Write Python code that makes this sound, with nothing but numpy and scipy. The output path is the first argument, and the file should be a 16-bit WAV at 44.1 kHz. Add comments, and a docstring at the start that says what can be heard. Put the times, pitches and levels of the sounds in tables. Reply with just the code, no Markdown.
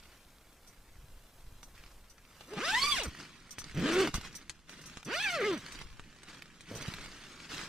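"""Light wind and rubbing nylon open on a hillside; boots crackle in dry grass, pull tabs jingle, creases tick.
At 2.5 s a nudge of the zip slider leads into a quick sweep, and the sound passes to inside the tent.
Two more sweeps and, at 6.7 s, a short tug follow; tooth rate sets the pitch, taut cloth brightens the rasp.
Between sweeps cloth rubs, snaps, flaps and folds; random echoes from the tent walls scatter the treble."""
import sys
import numpy as np
from scipy import signal
from scipy.fft import rfft, irfft
from scipy.io import wavfile

SR = 44100
rng = np.random.default_rng(int(sys.argv[2]) if len(sys.argv) > 2 else 0)


def put_to_file(sound):
    """Save the sound as 16-bit audio at rate SR, in the file named by the first command-line argument."""
    columns = np.atleast_2d(sound).T  # one column per channel
    safe = np.clip(columns, -1, 1)
    whole_steps = np.round(safe * 32767)
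    wavfile.write(sys.argv[1], SR, whole_steps.astype(np.int16))


N = 338688
T = np.arange(N) / SR
FREQ = np.maximum(np.arange(N // 2 + 1) * SR / N, 1)
TOP_HZ = 15050
# 0 on the hillside, 1 inside the tent
INSIDE = np.clip((T - 2.55) / .1, 0, 1)


def undb(db):
    """Decibels to amplitude ratio."""
    return 10 ** (np.asarray(db) / 20)


def noise():
    """White noise at unit level."""
    return rng.standard_normal(N)


def unit(x):
    """Scale to an rms of 1."""
    return x / np.sqrt(np.mean(x ** 2))


def walk(rate_hz):
    """Smooth random motion with a spread near 1."""
    return unit(irfft(rfft(noise()) / (1 + (FREQ / rate_hz) ** 2), N))


def curves(table):
    """A table's columns at every sample."""
    s, *columns = np.transpose(table)
    return [np.interp(T, s, c) for c in columns]


def during(table, fade_s=.012):
    """1 over the table's span, with soft edges."""
    start_s, end_s = table[0][0], table[-1][0]
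    return np.clip(np.minimum(T - start_s, end_s - T) / fade_s + 1, 0, 1)


def colour(x, points, band_hz=None):
    """Causal filter through (Hz, dB) points; unit white noise comes out at unit level within the band."""
    hz, db = np.transpose(points)
    gain = undb(np.interp(np.log(FREQ), np.log(hz), db))
    in_band = 1 if band_hz is None else (FREQ > band_hz[0]) & (FREQ < band_hz[1])
    level = np.sqrt(np.mean(gain ** 2 * in_band))
    # minimum phase by folding the cepstrum
    cepstrum = irfft(np.log(gain / level), N)
    cepstrum[1:N // 2] *= 2
    cepstrum[N // 2 + 1:] = 0
    return irfft(rfft(x) * np.exp(rfft(cepstrum)), N)


def grains(rate_per_s, spread_db):
    """Random impulses of uneven size and sign."""
    hits = rng.random(N) < rate_per_s / SR
    return hits * rng.choice([-1, 1], N) * undb(spread_db * np.clip(noise(), -2, 2))


def add(track, s, x):
    """Mix x into the track at time s."""
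    i = int(s * SR)
    track[i:i + len(x)] += x[:N - i]


def band_pass(x, hz, width_hz):
    """One resonance, gain 1 at its centre."""
    return signal.lfilter(*signal.iirpeak(hz, hz / width_hz, fs=SR), x)


def gusting():
    """Relative strength of the wind in dB: bell-shaped gusts over a light breeze."""
    # gusts: (peak time [s], level [dB])
    gust_peaks = [(1.03, -44.5), (1.52, -44), (1.87, -45.5), (2.92, -42), (3.8, -40), (4.201, -45),
                  (5.88, -42.5), (7.0, -43)]
    swell_s, breeze_db = 0.12, -55
    power = undb(breeze_db) ** 2
    for s, db in gust_peaks:
        bell = np.exp(-((T - s) / swell_s) ** 2 / 2)
        power = power + (undb(db) * bell) ** 2
    return 10 * np.log10(power)


def wind(buffet_db=-8.5, hiss_db=-64, shelter_db=-6, side_db=-9):
    """Gusts buffet the microphone; the grass hisses, softer after 2.6 s, its treble rolled off above 9 kHz."""
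    # buffeting spectrum: (frequency [Hz], level [dB])
    buffet_colour = [(30, 7), (100, -4), (200, -17), (500, -48)]
    # grass hiss spectrum: (frequency [Hz], level [dB])
    hiss_colour = [(200, 5), (1100, -2), (2400, -16.5), (8400, -10), (15000, -13)]
    sides = np.array([[1], [-1]])
    # the ears' buffets differ only inside
    side_buffet = undb(side_db) * INSIDE * sides * colour(noise(), buffet_colour)
    buffet = colour(noise(), buffet_colour) + side_buffet
    buffet = buffet * undb(gusting() + buffet_db + 2 * walk(34.0))
    hiss = colour(noise(), hiss_colour) + 0.07 * sides * colour(noise(), hiss_colour)
    rolled_off = signal.sosfilt(signal.butter(2, 9000, fs=SR, output="sos"), hiss)
    hiss = hiss + INSIDE * (rolled_off - hiss)
    return buffet + hiss * undb(hiss_db + shelter_db * INSIDE + walk(2.9))


def rubbing():
    """Relative level of the cloth's friction in dB: each rub has an attack, a sagging hold and a release."""
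    # moves of the hand or door: (start [s], length [s], level [dB])
    rubs = [(0, 0.16, -61), (1.72, 0.16, -61), (2.27, 0.39, -60.5), (3.047, 0.13, -53), (3.164, 0.062, -47),
            (3.22, 0.35, -58), (3.584, 0.3, -53.5), (4.056, 0.034, -47.5), (4.127, 0.021, -36.5),
            (4.216, 0.038, -43.5), (4.305, 0.11, -54), (4.668, 0.3, -53), (5.554, 0.27, -50),
            (5.824, 0.59, -60), (6.247, 0.12, -51.5), (6.413, 1.3, -61), (6.655, 0.08, -51.5),
            (6.725, 0.32, -46.5), (7.046, 3, -52.5), (7.479, 0.16, -42)]
    attack_s, sag_db, release_s, resting_db = 0.036, 1, 0.042, -66
    power = undb(resting_db) ** 2
    for start_s, length_s, db in rubs:
        attack = np.clip((T - start_s) / attack_s, 0, 1)
        hold = undb(db - sag_db * np.clip((T - start_s) / length_s, 0, 1))
        release = np.exp(-np.maximum(T - start_s - length_s, 0) / release_s)
        power = power + (attack * hold * release) ** 2
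    return 10 * np.log10(power)


def nylon(swish_db=-2.5, crinkle_db=-7.0, crinkle_s=0.00079, flutter_db=-26, flutter_slope=0.64, grip_db=1.16):
    """Cloth slides in uneven grips: a swish of threads, small crinkles and the flutter of the panel."""
    # spectrum of sliding threads: (frequency [Hz], level [dB])
    swish_colour = [(300, -2.5), (750, -8.5), (1300, 0), (2300, -1), (5500, -7.5), (9000, -16),
                    (15000, -34)]
    # spectrum of the fluttering panel: (frequency [Hz], level [dB])
    flutter_colour = [(60, -21.5), (150, 4), (330, -4), (1000, -34.5)]
    rub_db = rubbing()
    # each crinkle is a short crunch that dies away
    decay = np.exp(-T[:SR // 50] / crinkle_s)
    crinkles = signal.fftconvolve(np.abs(grains(220, 5.5)), decay)[:N] * noise()
    threads = undb(swish_db) * noise() + undb(crinkle_db) * unit(crinkles)
    swish = colour(threads * undb(rub_db + grip_db * walk(37)), swish_colour, (1000, 9000))
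    # out on the hillside, dry grass crackles under the boots
    grass = (1 - INSIDE) * grains(12, 3) * undb(-46)
    # flutter grows more slowly than the rubbing and is heard only from inside
    flutter_level = undb(flutter_slope * rub_db + flutter_db + 2 * walk(26))
    flutter = INSIDE * colour(noise(), flutter_colour) * flutter_level
    return swish + grass + flutter


def tabs(knocks, jingle_db=-30, rattle_s=0.024, contact_db=-3):
    """Metal pull tabs chatter together, a bright scratch of contacts and their ring; slider knocks ring too."""
    # jingles: (time [s], level [dB])
    jingles = [(0.674, -49), (1.629, -48), (2.098, -50), (3.032, -32), (3.508, -38), (3.586, -36),
               (4.142, -32), (4.351, -36), (4.7027, -52), (4.813, -48), (4.8587, -42), (5.048, -43),
               (5.718, -43.5), (6.7515, -38.5)]
    # ringing modes of a tab: (frequency [Hz], level [dB], 60 dB decay time [s])
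    tab_modes = [(5965, 0, .06), (8130, -8, .025), (8480, -7, .035), (10600, -13, .02), (14300, -16, .07)]
    shaking, t = np.zeros(N), T[:SR // 4]
    for s, db in jingles:
        add(shaking, s, undb(db) * np.exp(-(t / rattle_s) ** 2))
    ears = []
    for _ in range(2):
        chatter = shaking * unit(grains(2500, 3))
        ring = np.zeros(len(t))
        for hz, db, t60_s in tab_modes:
            ring += undb(db - 60 * t / t60_s) * np.sin(2 * np.pi * (hz * t + rng.random() / 2))
        ringing = signal.fftconvolve(undb(jingle_db) * chatter + knocks, ring)[:N]
        ears.append(ringing + undb(contact_db) * band_pass(chatter, 6400, 3000))
    return np.array(ears)


def ticks(crack_db=-11, crack_s=0.00025, tail_db=-24, tail_s=0.0094, split_hz=4000):
    """A crease in the nylon flips with a crack, and the cloth round it shivers."""
    # snapping creases: (time [s], level [dB], treble gain [dB])
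    creases = [(1.631, -29, 4), (2.409, -25, -0.5), (2.535, -28.5, 8), (3.584, -21.5, 10.5),
               (3.642, -30, 16), (4.142, -9.5, 2), (4.496, -24, 18.5), (4.972, -23, 8), (5.815, -24.5, 7),
               (5.996, -25, 5.5), (6.233, -27, 9), (6.608, -44, 28.5)]
    # spectrum of a snap: (frequency [Hz], level [dB])
    snap_colour = [(100, 23), (700, 8), (1100, 13.5), (2500, 4), (9000, -7.5), (15000, -34)]
    low_pass = signal.butter(2, split_hz, fs=SR, output="sos")
    high_pass = signal.butter(2, split_hz, "high", fs=SR, output="sos")
    track, t = np.zeros(N), T[:SR // 12]
    envelope = undb(crack_db) * np.exp(-t / crack_s) + undb(tail_db) * np.exp(-t / tail_s)
    for s, db, treble_db in creases:
        burst = rng.standard_normal(len(t)) * envelope
        burst[0] = 1
        dull = signal.sosfilt(low_pass, burst)
        sharp = signal.sosfilt(high_pass, burst)
        # second-order halves meet in phase when subtracted
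        add(track, s, undb(db) * (dull - undb(treble_db) * sharp))
    return colour(track, snap_colour)


def along(place):
    """A random property of the zip, new at every whole step of place and interpolated between."""
    values = rng.standard_normal(int(place[-1]) + 2)
    return np.interp(place, np.arange(len(values)), values)


def stroke(table, jitter, scrape_db, growl_db, tab_db, edge_hz, wobble=.014, uneven_db=1.08):
    """One pull of the slider: returns the tape's hum, tooth clicks, scrape, fabric growl and knocks on the tab."""
    # taut tape resonating under the slider: (time [s], frequency [Hz], level [dB])
    surges = [(2.765, 1900, 9.5), (2.835, 4420, 9.5), (2.918, 3360, 8.5), (5.258, 2470, 9.5),
              (5.44, 2150, 12)]
    surge_s, surge_width_hz = 0.04, 154
    smooth_hz, taut_hz = 1000, 1130  # tooth rates of a smooth pull and of a fully taut door
    bending_hz = 70  # the tape is one bending wavelength long here
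    node_teeth, steady_below_hz = 12, 3000
    hz, hum_db, rasp_db = curves(table)
    gate = during(table)
    on = gate > 0
    # the slider's place in teeth; the slower it goes, the more unevenly the teeth let go
    teeth = np.cumsum((hz * (1 + wobble * walk(60)))[on]) / SR
    slow = np.sqrt(smooth_hz / hz[on])
    place = teeth + jitter * slow * along(teeth)
    force = undb(uneven_db * slow * along(teeth))

    def partial(k):
        """k times the tooth rate; it fades across the panel's nodes and surges where the tape resonates."""
        partial_hz = k * hz[on]
        steady = np.sqrt(steady_below_hz / partial_hz)
        drift = along(teeth / node_teeth) + 1j * along(teeth / node_teeth)
        fading = (steady + drift) / np.sqrt(steady ** 2 + 1)
        surge = 0
        for s, centre_hz, db in surges:
            if table[0][0] < s < table[-1][0]:
                off_time = (T[on] - s) / surge_s
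                off_pitch = (partial_hz - centre_hz) / surge_width_hz
                surge = surge + undb(db) * np.exp(-off_time ** 2 - off_pitch ** 2)
        # bending waves smear each click, treble first
        cycles = k * place - np.sqrt(partial_hz / bending_hz)
        return np.real((fading + surge) * np.exp(2j * np.pi * cycles)) * (partial_hz < TOP_HZ)

    hum, clicks, scrape = np.zeros((3, N))
    # each tooth tugs the tape, which drives the fabric like a drum skin
    hum[on] = np.sqrt(2) * undb(hum_db[on]) * np.sqrt(force) * partial(0.99)
    clicks[on] = 2 * force * np.sqrt(hz[on] / SR) * sum(partial(k) for k in range(2, 40))
    # the slider scrapes hardest just as a tooth lets go
    scrape[on] = unit(force * np.exp(-(place % 1)) * noise()[on])
    # a slack door softens every tooth's edge, until the pull draws it taut
    rasp = np.array([clicks, scrape * undb(scrape_db)]) * undb(rasp_db)
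    soft = signal.sosfilt(signal.butter(1, edge_hz, fs=SR, output="sos"), rasp)
    taut = np.clip(hz / taut_hz, 0, 1) ** 2
    rasp = soft + taut * (rasp - soft)
    growl = scrape * undb(hum_db + growl_db)
    knocks = grains(80, 4) * undb(tab_db)
    return gate * np.array([hum, *rasp, growl, knocks])


def zipper():
    """The slider trips over the teeth in every stroke. Returns the sound and the knocks on the tab."""
    # slider strokes: (time [s], tooth rate [Hz], hum level [dB], rasp level [dB])
    nudge = [(2.47, 229, -61, -63), (2.53, 436, -42, -45.5), (2.59, 403, -49, -37)]
    first_sweep = [(2.575, 174.4, -40.5, -47.5), (2.642, 582, -40.5, -34), (2.7, 776, -42.5, -32.5),
                   (2.772, 994, -34.5, -34), (2.805, 1070, -40.5, -32.5), (2.84, 1120, -31.5, -30),
                   (2.876, 1187, -37, -34), (2.918, 1156, -38, -33), (2.95, 1052, -40, -32.5),
                   (3.01, 501, -44, -33.5), (3.085, 98.7, -42, -54.5)]
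    second_sweep = [(3.745, 111.5, -47, -57), (3.783, 176, -29.5, -43.5), (3.812, 173.2, -39, -45),
                    (3.85, 264, -27, -39.5), (3.878, 325.6, -37, -37.5), (3.915, 326, -32.5, -37.5),
                    (3.955, 378, -31.5, -35.5), (4.018, 398, -28.5, -34), (4.055, 297, -31.5, -35),
                    (4.088, 140, -41, -44)]
    third_sweep = [(5.065, 150.8, -43, -50.5), (5.116, 435.3, -42, -36.5), (5.145, 598.3, -41.5, -35),
                   (5.235, 905, -52.5, -35), (5.275, 786.6, -45.5, -36), (5.354, 663.6, -39.5, -34.5),
                   (5.405, 479.5, -32.5, -43), (5.43, 390, -30, -39), (5.46, 446.4, -32, -37),
                   (5.542, 314.4, -32.5, -40.5), (5.595, 122.2, -46, -55)]
    last_tug = [(6.712, 98.5, -52, -56), (6.755, 114.9, -47.5, -60), (6.82, 99.2, -56, -61)]
    # spectra of a tooth click and of the slider's scrape: (frequency [Hz], level [dB])
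    click_colour = [(300, 25), (850, 3.5), (1250, 12.5), (3500, 5), (5000, 0.5), (8000, -14), (15000, -58)]
    scrape_colour = [(150, -1.5), (350, -10.5), (750, -1.5), (1250, -1.5), (3000, 6), (5000, -0.5),
                     (8500, -0.5), (15000, -15)]
    hum, clicks, scrape, growl, knocks = (
        stroke(nudge, scrape_db=-10, growl_db=-16, jitter=0.04, tab_db=-61, edge_hz=1100)
        + stroke(first_sweep, scrape_db=-7, growl_db=-18, jitter=0.021, tab_db=-53, edge_hz=4200)
        + stroke(second_sweep, scrape_db=0, growl_db=-15, jitter=0.052, tab_db=-45, edge_hz=2900)
        + stroke(third_sweep, scrape_db=-9, growl_db=-15, jitter=0.016, tab_db=-48.5, edge_hz=3000)
        + stroke(last_tug, scrape_db=-20, growl_db=3, jitter=0.057, tab_db=-49, edge_hz=2600))
    band_hz = (1300, 7000)
    # loose fabric beside the slider is shaken by the scrape
    growl = colour(growl, [(70, -8.5), (170, 8), (330, 2), (600, 4.5), (1500, -28.5)])
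    rasp = colour(clicks, click_colour, band_hz) + colour(scrape, scrape_colour, band_hz)
    return hum + growl + rasp, knocks


def flaps():
    """A slack panel snaps taut and shoves the air: a brief low pulse under a bell-shaped envelope."""
    # panels pulled taut: (time [s], frequency [Hz], peak level [dB], time from peak to 1/e [s])
    panels = [(3.079, 67.85, -35, 0.016), (4.153, 41.6, -27.5, 0.011), (4.183, 152, -28.5, 0.0015),
              (6.886, 135, -27.5, 0.0043)]
    track = np.zeros(N)
    for s, hz, db, length_s in panels:
        bell = np.exp(-((T - s) / length_s) ** 2)
        track += undb(db) * np.cos(2 * np.pi * hz * (T - s)) * bell
    return track


def folds(swell_s=0.0012, width_share=.7):
    """A fold of cloth buckles over a few milliseconds: a soft crunch of band-passed noise."""
    # buckling folds: (time [s], peak rms level [dB], centre frequency [Hz])
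    buckles = [(3.148, -45.5, 1563), (4.073, -26, 716), (4.15, -36, 1110), (4.173, -40.5, 596),
               (4.211, -38.5, 1690), (4.693, -41.5, 1650), (5.029, -42, 1250), (5.788, -43.5, 2200),
               (6.285, -47, 2500), (6.421, -40, 2670), (6.852, -39.5, 1080), (6.88, -33.5, 325),
               (6.938, -36, 2200), (7.059, -42, 1570)]
    track, t = np.zeros(N), T[:SR // 20]
    envelope = t / swell_s * np.exp(1 - t / swell_s)
    for s, db, hz in buckles:
        crunch = unit(band_pass(rng.standard_normal(len(t)), hz, hz * width_share))
        add(track, s, undb(db) * crunch * envelope)
    return track


def tent(x, lag_s=.000025, decay_s=0.0052, scatter_hz=4800, echo_db=5.5, billow_hz=12, count=4):
    """The left ear lags slightly; the walls billow, so their brief, bright echoes shift at each ear."""
    t, spectrum = T[:SR // 40], rfft(x)
    # the shorter the wave, the more of it comes by way of the walls
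    share = .1 + .8 * FREQ / np.hypot(FREQ, scatter_hz)
    direct = spectrum * np.sqrt(1 - share ** 2)
    ears = []
    for ear_lag_s in (lag_s, 0):
        ear = irfft(direct * np.exp(-2j * np.pi * FREQ * ear_lag_s), N)
        for _ in range(count):
            echoes = rng.standard_normal(len(t)) * np.exp(-t / decay_s)
            echoes /= np.linalg.norm(echoes)
            billow = np.tanh(walk(billow_hz)) * undb(echo_db) / np.sqrt(count)
            ear += irfft(spectrum * share * rfft(echoes, N), N) * billow
        ears.append(ear)
    return np.array(ears)


def scene():
    """The door sounds slightly to the right; the wind is added without the tent's echoes."""
    zip_sound, knocks = zipper()
    cloth = ticks() + folds() + nylon() + flaps()
    door = tent(zip_sound + cloth) + tabs(knocks)
    ears_db = [[-.3], [.3]]
    return door * undb(ears_db) + wind()


def record(dry):
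    """The recorder cuts the top with a steep low-pass."""
    return signal.sosfilt(signal.ellip(8, .2, 70, TOP_HZ, fs=SR, output="sos"), dry)


dry = scene()
out = record(dry)
put_to_file(out)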